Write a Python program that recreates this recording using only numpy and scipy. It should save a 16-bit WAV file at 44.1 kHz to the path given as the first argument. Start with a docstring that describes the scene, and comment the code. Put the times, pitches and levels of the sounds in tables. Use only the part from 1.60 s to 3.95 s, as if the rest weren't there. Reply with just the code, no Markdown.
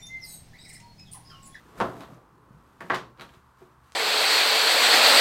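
"""A stiff fabric mat is flapped open in a small bedroom, lowered, slapped onto a table and patted flat.
Each blow is a short push of air that the walls throw back. In between, the cloth swishes through
the air, rustles as it slides and creases, ticks at its hem and gives a few soft thumps.
Behind it all are a faint drone and a soft hiss."""
import sys
import numpy as np
from scipy import signal
from scipy.fft import rfft, irfft
from scipy.io import wavfile

SR = 44100
rng = np.random.default_rng(int(sys.argv[2]) if len(sys.argv) > 2 else 0)


def persist_wave(psi):
    """Save psi, clipped to +-1, as 16-bit WAV."""
    counts = np.round(np.clip(psi, -1, 1) * 32767).astype(np.int16)
    wavfile.write(sys.argv[1], SR, np.atleast_2d(counts).T)


N = 103635

# echoes from surfaces near the table top (delay [s], gain [factor])
TABLE_ECHOES = [(.0013, 0.14), (.0036, 0.34), (.0062, 0.32), (.0144, .3)]


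def mat_flap():
    """The mat snaps taut and gives the air one sharp push."""
    # the snap (time [s], level [dB], spread in time [s])
    flaps = [(.2024, -1.5, 0.000046)]
    # its tone colour (frequency [Hz], level [dB])
    colour = [(22, -40), (45, -22), (100, -7), (190, -2), (370, -2), (680, 0.5), (1000, 1.5), (1500, 0.5),
              (1900, -8.5), (2300, -15.5), (2900, -15.5), (4000, -21.5), (5200, -28.5), (8000, -37),
              (16000, -50)]
    # walls and table answering the raised mat (delay [s], gain [factor])
    echoes = [(.0022, 0.6), (.0038, 0.13), (.0064, 0.36), (.0077, 0.91), (0.0103, 0.55), (0.0121, 0.86),
              (0.0166, 0.72), (0.0219, 0.37), (0.0259, 0.37)]
    return blows(flaps, colour, room_db=5.5, echoes=echoes)


def mat_slap():
    """The mat lands on the table part by part, squeezing out trapped air with a crack."""
    # landings (time [s], level [dB], spread in time [s], brightness [dB per octave], crack [dB])
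    slaps = [(1.2055, -24, 0.0011, 0.5, -20), (1.2080, -20.5, 0.00022, 12.5, 23),
             (1.2087, -15.5, 0.00037, -4.5, -1), (1.236, -24, 0.00017, -16.5, -23),
             (1.2970, -17, 0.003, 5.5, 19), (1.3005, -6.5, 0.00067, 0, -25),
             (1.3042, 1.5, 0.00032, -2.5, 10), (1.3065, -20, .003, 4.5, -9), (1.318, -7.5, 0.0012, -4, -30),
             (1.334, -6, 0.0034, -1.5, -32), (1.3455, -8, 0.0026, 4.5, -37)]
    # their tone colour (frequency [Hz], level [dB])
    colour = [(30, -17), (80, -20.5), (160, -4.5), (250, -6.5), (370, -2), (550, 0), (750, 1.5), (1150, 6),
              (1700, -0.5), (2400, -6), (3000, -6), (4000, -11.5), (5200, -18), (6800, -24.5), (9000, -31),
              (16000, -43)]
    return blows(slaps, colour, room_db=2, echoes=TABLE_ECHOES)


def pats():
    """Light blows: the mat flops back, and later hands pat it flat."""
    # touches (time [s], level [dB], spread in time [s], brightness [dB per octave])
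    touches = [(.3678, -21.5, 0.000073, -4.5), (.4070, -18.5, 0.0014, 1), (.435, -24.5, 0.00062, 0),
               (1.576, -36.5, 0.00026, 1.5), (1.585, -28.5, 0.0066, -2), (1.5965, -20, .003, 1),
               (1.6105, -16.5, 0.00034, 1.5), (1.617, -19.5, 0.0028, 3), (1.631, -35, 0.0018, -8),
               (1.647, -28, .004, -2), (1.692, -31, 0.0017, 2.5), (1.738, -31, 0.011, 1),
               (2.009, -30, .002, -6.5), (2.018, -29, 0.0021, -4.5)]
    # their tone colour (frequency [Hz], level [dB])
    colour = [(40, -43), (150, 6.5), (400, 2.5), (800, 0), (1300, 4), (2400, -5), (4000, -6.5),
              (5000, -17.5), (8000, -24.5), (16000, -36)]
    return blows(touches, colour, room_db=-1.5, echoes=TABLE_ECHOES)


def hem_ticks():
    """The mat's hem makes tiny, bright ticks."""
    # ticks (time [s], level [dB], spread in time [s])
    ticks = [(.1835, -35, .0005), (.2021, -22.5, 0.00037), (.4072, -37.5, 0.00046), (.5462, -43, 0.0004),
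             (2.3218, -28.5, 0.00028)]
    # their tone colour (frequency [Hz], level [dB])
    colour = [(100, -8), (1000, -5), (2500, -4), (6000, 0.5), (10000, -6), (16000, -27)]
    return blows(ticks, colour, room_db=-3)


def thumps(rise_s=0.0013):
    """The mat thumps as it swings and meets the table: low tones that die away fast."""
    # soft knocks (time [s], level [dB], pitch [Hz], time to fade by 60 dB [s])
    knocks = [(0.405, -15.5, 265, 0.11), (0.499, -24, 166, 0.058), (.523, -21.5, 153, 0.067),
              (.907, -22.5, 170, 0.028), (0.945, -20.5, 148, 0.1), (1.77, -25, 130, 0.017),
              (2.016, -22, 387, 0.086)]
    out, t = np.zeros(N), np.arange(SR // 4) / SR
    for start, db, hz, fade_s in knocks:
        envelope = amp(-60 * t / fade_s) * (1 - np.exp(-t / rise_s))
        swing = np.sin(2 * np.pi * hz * t) * envelope
        add(out, start, amp(db) * swing / np.linalg.norm(swing))
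    return out


def rustle(creases_per_s=900):
    """Tiny creases click over the smooth rubbing of the weave."""
    # cloth sliding and creasing (time [s], level [dB])
    loudness = [(0, -63.5), (.15, -64), (.19, -51.5), (.24, -56.5), (.35, -59.5), (.42, -57), (.48, -63.5),
                (.54, -64), (.6, -73.5), (.8, -76.5), (.98, -71), (1.19, -69.5), (1.27, -59.5),
                (1.55, -76.5), (1.63, -60), (1.7, -68.5), (1.75, -63.5), (1.82, -73), (1.96, -73.5),
                (2.0, -65), (2.08, -70), (2.19, -75.5), (2.27, -65.5), (2.35, -66.5)]
    # its tone colour (frequency [Hz], level [dB])
    colour = [(50, -20), (200, -5), (500, -4.5), (1200, 11), (2200, 4), (3800, 0), (5500, -4), (9000, -5.5),
              (10500, -10.5), (12500, -5.5), (16000, -18)]
    sizes = amp(-3 * np.minimum(rng.exponential(1, N), 4))  # spread over 12 dB
    signs = rng.choice([-1, 1], N)
    creases = sizes * signs * (rng.random(N) < creases_per_s / SR)
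    rubbing = rng.standard_normal(N)
    return level(loudness) * tint(unit(creases) + rubbing, colour)


def swish():
    """Air swirls around the swinging mat with a low whoosh."""
    # air pushed by the mat (time [s], level [dB])
    loudness = [(0, -77), (.14, -61), (.175, -45.5), (.2, -42), (.25, -32), (.32, -43.5), (.38, -48),
                (.43, -49), (.5, -51), (.58, -55), (.68, -67), (.8, -69.5)]
    # its tone colour (frequency [Hz], level [dB])
    colour = [(15, -54), (26, -26), (42, 1), (70, -11.5), (95, -10), (160, 0.5), (300, -1), (600, -2.5),
              (1200, -5.5), (2200, -26.5), (8000, -47)]
    return level(loudness) * tint(rng.standard_normal(N), colour)


def drone():
    """The steady noise of the still room, humming near 72 and 122 Hz."""
    # its tone colour (frequency [Hz], level [dB])
    colour = [(20, -23), (35, -12.5), (55, -0.5), (72, 6.5), (92, -25), (122, 4), (170, -8), (250, -13.5),
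              (350, -34), (500, -43.5), (750, -15), (1080, -6), (1450, -13), (2300, -29), (4000, -35),
              (7000, -39.5), (9000, -37), (10500, -40), (12500, -40), (16000, -42)]
    return amp(-59.5) * tint(rng.standard_normal(N), colour)


def hiss():
    """A soft, dull hiss that wavers and fades."""
    # its rise and fall (time [s], level [dB])
    loudness = [(0, -57.5), (.15, -57.5), (.5, -64), (.8, -60.5), (1.12, -61.5), (1.5, -68), (2.35, -79)]
    # its tone colour (frequency [Hz], level [dB])
    colour = [(400, 6), (800, -8.5), (1050, 0), (1400, -8.5), (2000, -35), (5000, -74)]
    return level(loudness) * tint(rng.standard_normal(N), colour)


def blows(rows, colour, room_db, echoes=()):
    """Each blow arrives directly, as any nearby echoes, and with its own reverberation."""
    out, ring = np.zeros(N), room_ring()
    for start, db, spread_s, *tone in rows:
        touch = contacts(spread_s)
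        arrivals = amp(room_db) * reverberation(ring)
        add(arrivals, 0, touch)
        for delay, gain in echoes:
            add(arrivals, delay, gain * touch)
        add(out, start, amp(db) * signal.fftconvolve(arrivals, air_push(colour, *tone)))
    return out


def air_push(colour, brightness_db=0, crack_db=-100, size=4096):
    """One short push of air, of energy 1; squeezed-out air adds a peak heard as a crack."""
    crack_hz, crack_width_hz = 1810, 280
    hz = abs(np.fft.fftfreq(size, 1 / SR))
    octaves = np.log2(np.clip(hz, 250, 12000) / 1000)
    crack = 1 + 2 * amp(crack_db) / (1 + ((hz - crack_hz) / crack_width_hz) ** 2)
    log_gain = np.log(crack * amp(read(colour, hz) + brightness_db * octaves))
    spectrum = np.exp(np.conj(signal.hilbert(log_gain)))  # packs the sound at the pulse's start
    pulse = np.fft.ifft(spectrum).real[:size // 2]
    return pulse / np.linalg.norm(pulse)


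def contacts(spread_s, scuff_s=0.00047, size=2048):
    """One clean hit plus a scatter of small ones, which take over in blows longer than scuff_s."""
    hits = rng.standard_normal(size) * np.exp(-np.arange(size) / SR / abs(spread_s))
    hits *= spread_s / scuff_s / np.linalg.norm(hits)
    hits[0] += 1
    return hits / np.linalg.norm(hits)


def bedroom(x, room_db):
    """A sound plus its reverberation."""
    return x + amp(room_db) * signal.fftconvolve(x, reverberation(room_ring()))[:N]


def room_ring():
    """The air between the walls rings at its own pitches and dies away."""
    # room tones (pitch [Hz], level [dB], time to fade by 60 dB [s])
    tones = [(121.9, -5, 1), (182.5, -2, 0.23), (257.6, -13.5, 0.41), (364.6, 1.5, 0.28), (446, -2.5, 0.23),
             (547, -5, 0.33), (602, -4, 0.24), (668.4, 5.5, 0.25), (885, -16.5, 0.2), (932.5, 5, 0.16),
             (1048, -0.5, 0.26), (1115, -0.5, 0.24), (1148, 4.5, 0.11), (1622, -14, 0.083)]
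    t = np.arange(SR // 2) / SR
    return unit(sum(amp(db - 60 * t / fade_s) * np.sin(2 * np.pi * (hz * t + rng.random()))
                    for hz, db, fade_s in tones))


def reverberation(ring, ring_db=-8.5, gap_s=0.0019, build_s=0.0038):
    """Countless wall echoes blur into fading noise, blended with the room's ring; energy 1."""
    # how long the room holds sound (frequency [Hz], time to fade by 60 dB [s])
    fade_times = [(100, 0.56), (260, 0.5), (700, 0.31), (1800, 0.25), (5000, 0.27), (15000, 0.2)]
    t = np.arange(len(ring)) / SR
    hz, times, bands = signal.stft(rng.standard_normal(len(t)), SR, nperseg=256)
    fade = amp(-60 * times / read(fade_times, hz)[:, None])
    tail = signal.istft(bands * fade, SR)[1][:len(t)]
    build_up = np.clip((t - gap_s) / build_s, 0, 1)
    response = (unit(tail) + amp(ring_db) * ring) * build_up
    return response / np.linalg.norm(response)


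def amp(db):
    """Turns decibels into a gain factor."""
    return 10 ** (np.asarray(db) / 20)


def unit(x):
    """Scales a sound to an average strength (rms) of 1."""
    return x / np.sqrt(np.mean(x ** 2) + 1e-20)


def read(points, hz):
    """Looks up a table between its rows, with octaves evenly spaced."""
    frequencies, values = np.transpose(points)
    return np.interp(np.log(hz + 1), np.log(frequencies + 1), values)


def level(points):
    """Gain over time from rows of (time [s], level [dB])."""
    return amp(np.interp(np.arange(N) / SR, *np.transpose(points)))


def add(mix, start_s, sound):
    """Mixes a sound in at the given time."""
    part = mix[max(round(start_s * SR), 0):][:len(sound)]
    part += sound[:len(part)]


def tint(x, colour):
    """Gives a steady sound a tone colour, at an average strength of 1."""
    gains = amp(read(colour, np.fft.rfftfreq(N, 1 / SR)))
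    return unit(irfft(rfft(x) * gains, N))


def scene():
    """The mat and the hands, heard across the bedroom."""
    hits = mat_flap() + mat_slap() + pats() + hem_ticks()
    handling = bedroom(thumps(), room_db=-10) + bedroom(rustle(), room_db=-6.5)
    return (hits + handling + swish() + drone() + hiss())[None]


def record(dry, low_cut_hz=34, high_cut_hz=15900):
    """Takes away the deepest rumble and the highest treble."""
    low_cut = signal.butter(N=3, Wn=low_cut_hz, btype="high", fs=SR, output="sos")
    high_cut = signal.firwin(511, high_cut_hz, window=("kaiser", 8), fs=SR)
    return signal.oaconvolve(signal.sosfilt(low_cut, dry), high_cut[None], "same")


dry = scene()
out = record(dry)
persist_wave(out)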